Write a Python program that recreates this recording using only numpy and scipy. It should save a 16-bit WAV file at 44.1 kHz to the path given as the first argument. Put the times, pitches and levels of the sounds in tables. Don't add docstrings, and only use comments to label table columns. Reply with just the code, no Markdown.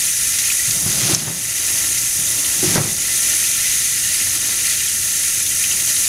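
import sys
import numpy as np
from scipy import signal
from scipy.fft import rfft, irfft, next_fast_len
from scipy.io import wavfile
from scipy.ndimage import uniform_filter1d, minimum_filter1d, map_coordinates

SR = 44100
rng = np.random.default_rng(int(sys.argv[2]) if len(sys.argv) > 2 else 0)


def dump(signal):
    limited = np.clip(np.atleast_2d(signal).T, -1, 1)
    pcm = np.round(limited * 32767).astype(np.int16)
    wavfile.write(sys.argv[1], SR, pcm)


N = 268296

# frequency in Hz, relative density in dB.
DUCT_SPECTRUM = [(15, -11), (38, 0.5), (60, -3), (90, 3.5), (125, -3), (170, -4.5), (260, -11), (500, -19),
                 (2000, -54)]
ROLL_SPECTRUM = [(40, -34), (95, -17), (125, 0), (180, -1), (250, -9), (345, -9), (450, -17), (700, -13),
                 (1000, -22), (1500, -20), (3000, -28), (6000, -35), (12000, -52)]
SHELL_SPECTRUM = [(150, -11), (400, 0), (750, -2), (1100, -3.5), (2000, -7), (3500, -25), (10000, -36)]
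PAPER_SPECTRUM = [(600, -19), (1800, -7.5), (4000, -3), (6000, 0), (8000, -13), (15000, -31)]
WATER_SPECTRUM = [(200, -17), (320, -17), (450, -24.5), (900, -25), (1250, -23.5), (1700, -18),
                  (2450, -11.5), (3300, -13.5), (5000, -11.5), (7500, -10.5), (9500, -15.5), (11500, -16),
                  (13500, -19.0), (15700, -26)]
# frequency in Hz, T60 in seconds.
ROOM_DECAY = [(120, 1), (1000, 0.14), (5000, 0.24), (14000, 0.072)]
# grab time, tear time and spin-on length in seconds, rumble at the tear in dB.
TOWEL_PULLS = [(.66, 1.102, .21, -27), (2.546, 2.775, .04, -23)]
# start in seconds, peak in dB, favoured pitch in Hz, clatter in dB.
ROLL_KNOCKS = [(.678, -24, 125, -48), (0.86, -14, 155, -33), (1.031, -23, 125, -34), (1.094, -16, 310, -29),
               (1.131, -13, 150, -36), (1.274, -18.5, 130, -23), (2.189, -24, 150, -55),
               (2.627, -12, 290, -26), (2.675, -17, 135, -40), (2.756, -10, 230, -15.5),
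               (2.779, -7.5, 140, -21), (2.845, -18, 135, -42), (2.92, -23, 120, -49)]
# frequency in Hz, relative level in dB, T60 in seconds.
HOUSING_MODES = [(117, -3.5, 0.2), (140.7, -1.5, .12), (172.6, -3.5, 0.13), (205, -4.5, 0.099),
                 (317, -5, 0.13), (361, -1, 0.2), (558, -6, 0.092), (685, -6, .09), (780, -4, .08),
                 (1180, -7, .07)]
# centre in seconds, level in dB, half-width in seconds.
SHEET_RIPS = [(1.1, -23, 0.21), (2.692, -25, 0.061), (2.767, -20, 0.017)]
# level in dB, pitch in Hz, T60 in seconds.
FIBRE_SNAP = (1.5, 5900, .03)
# start in seconds, relative level in dB, bubble pitch in Hz.
GLOVE_SPLATS = [(0.08, -15, 2980), (0.128, -13, 6400), (0.387, -6, 6100), (0.456, -18, 2550),
                (0.5, -11.5, 2670), (0.516, -10, 6900), (0.708, -6, 6400), (0.758, -12, 6700),
                (1.755, -16, 3020), (1.977, -8.5, 5200), (2.272, -12, 3900), (2.446, -10.5, 3270),
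                (3.02, -8, 7540), (3.438, -13, 2930), (4.695, -11, 6500), (4.877, -14, 3000),
                (5.234, -7.5, 6100), (5.463, -10, 3900), (5.638, -10, 2750), (5.712, -10.5, 3050),
                (5.798, -13, 3000), (5.964, -10.5, 4000)]
# centre in Hz, width in Hz, lift in dB.
SINK_RESONANCES = [(620, 46, 8), (1389, 125, 10), (1797, 107, 7.5), (1949, 47, 9), (2021, 59, 6.5),
                   (2920, 78, 2), (3800, 65, 4.8), (5990, 460, 4.5), (6540, 1120, 6.5), (8850, 770, 7),
                   (10330, 1360, 12), (12761, 1114, 6), (15099, 61, 8.3)]
# start in seconds, depth in dB, return time in seconds.
GAIN_DUCKS = [(.765, 1.2, .2), (2.04, 1, 0.081), (4.37, 3.5, 0.051)]
# time in seconds, level in dB.
SPRAY_LEVELS = [(0, -18), (.6, -18), (1.0, -18), (2.4, -18), (3.3, -17.5), (4.5, -18.5), (5.7, -18.5),
                (5.9, -17)]
# time in seconds, gurgle in dB, basin drumming in dB.
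RUNOFF_LEVELS = [(0.0, -27.4, -44), (0.18, -28, -47), (0.4, -26.5, -44), (0.8, -28.5, -45.9),
                 (1.65, -26, -40.5), (1.85, -26.3, -40), (2.1, -28.5, -45), (2.4, -27, -39.5),
                 (3.3, -26, -43), (3.6, -25, -44), (3.9, -26, -47), (4.5, -26, -40.5), (4.84, -25, -47.6),
                 (4.94, -27.5, -45), (5.58, -28, -46.5), (5.72, -27, -43), (6.08, -25.5, -44)]

TIME_S = np.arange(N) / SR


def amp(db):
    return 10 ** (np.asarray(db) / 20)


def unit_rms(x):
    return x / np.sqrt(np.mean(x ** 2) + 1e-20)


def log_interp(points, hz):
    knots_hz, values = np.transpose(points)
    return np.interp(np.log(hz + 1), np.log(knots_hz + 1), values)


def curves(rows):
    knots_s, *columns = np.transpose(rows)
    return [np.interp(TIME_S, knots_s, column) for column in columns]


def wobble(rate_hz):
    return map_coordinates(rng.standard_normal(int(N * rate_hz / SR) + 4), [TIME_S * rate_hz])


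def filtered(x, response):
    size = next_fast_len(N + SR // 2)
    return irfft(rfft(x, size) * response(np.fft.rfftfreq(size, 1 / SR)), size)[:N]


def coloured(x, spectrum):
    return unit_rms(filtered(x, lambda hz: amp(log_interp(spectrum, hz))))


def add(track, start_s, sound):
    part = track[max(round(start_s * SR), 0):][:len(sound)]
    part += sound[:len(part)]


def crackle(per_s, spread_db):
    polarity, size = rng.standard_normal((int(per_s * N / SR), 2)).T
    impacts = np.sign(polarity) * amp(spread_db * size)
    return unit_rms(np.bincount(rng.integers(0, N, len(impacts)), impacts, N))


def echo(x, decay):
    hz, t, noise = signal.stft(rng.standard_normal(SR // 2), SR, nperseg=256)
    tail = signal.istft(noise * amp(-60 * t / log_interp(decay, hz)[:, None]), SR, nperseg=256)[1]
    return signal.fftconvolve(x, np.pad(tail, (90, 0)) / np.linalg.norm(tail))[:N]


def ventilation():
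    hum = amp(-45.5 + wobble(3)) * np.sin(2 * np.pi * 119.5 * TIME_S)
    return amp(-42) * coloured(rng.standard_normal(N), DUCT_SPECTRUM) + hum


def pull_envelope(grab_s, tear_s, spin_s, tear_db, grab_db=-40, rise_s=.022, fall_db_per_s=105):
    pull_db = np.interp(TIME_S, [grab_s, tear_s], [grab_db, tear_db])
    run_down_db = fall_db_per_s * np.maximum(TIME_S - tear_s - spin_s, 0)
    return amp(pull_db - run_down_db) * np.clip((TIME_S - grab_s) / rise_s, 0, 1)


def dispenser(knock_rise_s=.006, clatter_t60_s=.14):
    turning = sum(pull_envelope(*row) for row in TOWEL_PULLS)
    rumble = turning * coloured(crackle(per_s=1100, spread_db=.5), ROLL_SPECTRUM)
    knocks, clatter = np.zeros((2, N))
    t = np.arange(SR // 3) / SR
    for start_s, peak_db, contact_hz, clatter_db in ROLL_KNOCKS:
        ring = np.zeros(len(t))
        for hz, mode_db, t60_s in HOUSING_MODES:
            envelope = amp(mode_db + rng.normal(0, 1) - 60 * t / t60_s)
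            mismatch = np.hypot(1, 3.9 * (hz / contact_hz - contact_hz / hz))
            ring += envelope * np.sin(2 * np.pi * hz * t) / mismatch
        ring *= 1 - np.exp(-t / knock_rise_s)
        add(knocks, start_s, amp(peak_db) * ring / np.abs(ring).max())
        add(clatter, start_s, amp(clatter_db - 60 * t / clatter_t60_s))
    return rumble + knocks + clatter * coloured(rng.standard_normal(N), SHELL_SPECTRUM)


def towel(snap_s=1.147, snap_rise_s=.0006):
    effort = sum(amp(db) * np.exp(-((TIME_S - centre_s) / half_width_s) ** 2)
                 for centre_s, db, half_width_s in SHEET_RIPS)
    tearing = effort * coloured(crackle(per_s=3000, spread_db=3.5), PAPER_SPECTRUM)
    db, hz, t60_s = FIBRE_SNAP
    t = np.arange(SR // 20) / SR
    flutter_rad = np.cumsum(.3 * rng.standard_normal(len(t)))
    envelope = amp(db - 60 * t / t60_s) * (1 - np.exp(-t / snap_rise_s))
    add(tearing, snap_s, envelope * np.sin(2 * np.pi * hz * t + flutter_rad))
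    return tearing


def splats(slap_t60_s=.04, t60_cycles=50):
    slaps = np.zeros(N)
    t = np.arange(SR // 20) / SR
    for start_s, db, bubble_hz in GLOVE_SPLATS:
        gain = amp(db - 8)
        add(slaps, start_s, gain * amp(-60 * t / slap_t60_s) * rng.standard_normal(len(t)))
        for delay_s, hz in zip(rng.exponential(.002, 4), bubble_hz * rng.lognormal(0, .08, 4)):
            chirp = np.sin(2 * np.pi * hz * t * (1 + 4 * t))
            add(slaps, start_s + delay_s, gain * amp(-60 * t * hz / t60_cycles) * chirp)
    spectrum_hz_db = [(900, -22), (2200, 0), (7000, 0), (15000, -14)]
    direct = filtered(slaps, lambda hz: amp(log_interp(spectrum_hz_db, hz)))
    return direct + amp(-5) * echo(direct, [(1000, .09), (10000, .06)])


def bubbles(per_s, low_hz, high_hz, cycles, spread_db, rise, samples):
    when, pitch, strength, life = rng.random((int(per_s * N / SR), 4), np.float32).T[:, :, None]
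    hz = low_hz + (high_hz - low_hz) * pitch
    t = np.arange(samples, dtype=np.float32) / SR
    age = t * hz / (cycles * (.5 + life))
    gain = amp(spread_db * np.minimum(-np.log(1 - strength), 4)) * np.sqrt(hz)
    rings = gain * np.exp(-age) * np.sin(2 * np.pi * hz * t * (1 + rise * age))
    positions = (when * N).astype(int) + np.arange(samples)
    return unit_rms(np.bincount(positions.ravel(), rings.ravel(), N)[:N])


def in_sink(x, low_hz, high_hz):
    def response(hz):
        lift_db = sum(db / (1 + (2 * (hz - centre_hz) / width_hz) ** 2)
                      for centre_hz, width_hz, db in SINK_RESONANCES)
        band_loss = (1 + (low_hz / (hz + 1)) ** 16) * (1 + (hz / high_hz) ** 16)
        return amp(log_interp(WATER_SPECTRUM, hz) + lift_db) / np.sqrt(band_loss)
    reflections = amp(-13) * echo(x, [(1000, .08), (10000, .06)])
    return unit_rms(filtered(x + reflections, response))


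def gain_duck_db(start_s, depth_db, return_s, fall_s=.02):
    age_s = TIME_S - start_s
    return depth_db * np.clip(age_s / fall_s, 0, 1) * np.exp(-(age_s / return_s) ** 2 / 2)


def tap_water():
    spray_db, = curves(SPRAY_LEVELS)
    gurgle_db, drum_db = curves(RUNOFF_LEVELS)
    fizz = crackle(per_s=30000, spread_db=3.5)
    fizz += .7 * bubbles(7000, low_hz=4000, high_hz=16000, cycles=14, spread_db=3, rise=.003, samples=330)
    gurgle = crackle(per_s=13000, spread_db=3.2)
    gurgle += .45 * bubbles(per_s=1800, low_hz=1600, high_hz=6200, cycles=9,
                            spread_db=2.6, rise=.015, samples=800)
    drum = crackle(per_s=2600, spread_db=3)
    sputter = wobble(35)
    sway_db = .2 * wobble(10)
    stream = (amp(spray_db + .4 * sputter) * in_sink(fizz, low_hz=5380, high_hz=19600)
              + amp(gurgle_db + .72 * sputter) * in_sink(gurgle, low_hz=1240, high_hz=5180)
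              + amp(drum_db + .5 * sputter) * in_sink(drum, low_hz=214, high_hz=1257))
    return amp(sway_db - sum(gain_duck_db(*row) for row in GAIN_DUCKS)) * stream


def scene():
    at_wall = dispenser() + towel()
    mono = tap_water() + splats() + at_wall + amp(-15) * echo(at_wall, ROOM_DECAY) + ventilation()
    return np.array([mono, mono])


def gain_control(x, threshold_db, attack_s, hold_s, recovery_db_per_s):
    power = np.abs(uniform_filter1d(x ** 2, size=SR // 170))
    excess_db = np.maximum(10 * np.log10(power + 1e-12) - threshold_db, 0)
    half_hold = int(hold_s * SR / 2)
    held_db = -minimum_filter1d(-excess_db, 2 * half_hold + 1, origin=half_hold)
    climb_db = recovery_db_per_s * TIME_S
    cut_db = np.maximum.accumulate(held_db + climb_db) - climb_db
    pole = np.exp(-1 / (attack_s * SR))
    return x * amp(-signal.lfilter([1 - pole], [1, -pole], cut_db))


def record(dry, ceiling=.95, top_hz=15750):
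    x = gain_control(dry[0], threshold_db=-13.3, attack_s=.004, hold_s=.16, recovery_db_per_s=14.5)
    x = x / (1 + np.abs(x / ceiling) ** 8) ** (1 / 8)
    x = filtered(x, lambda hz: np.clip((top_hz - hz) / 200 + .5, 0, 1))
    return np.array([x, x])


dry = scene()
out = record(dry)
dump(out)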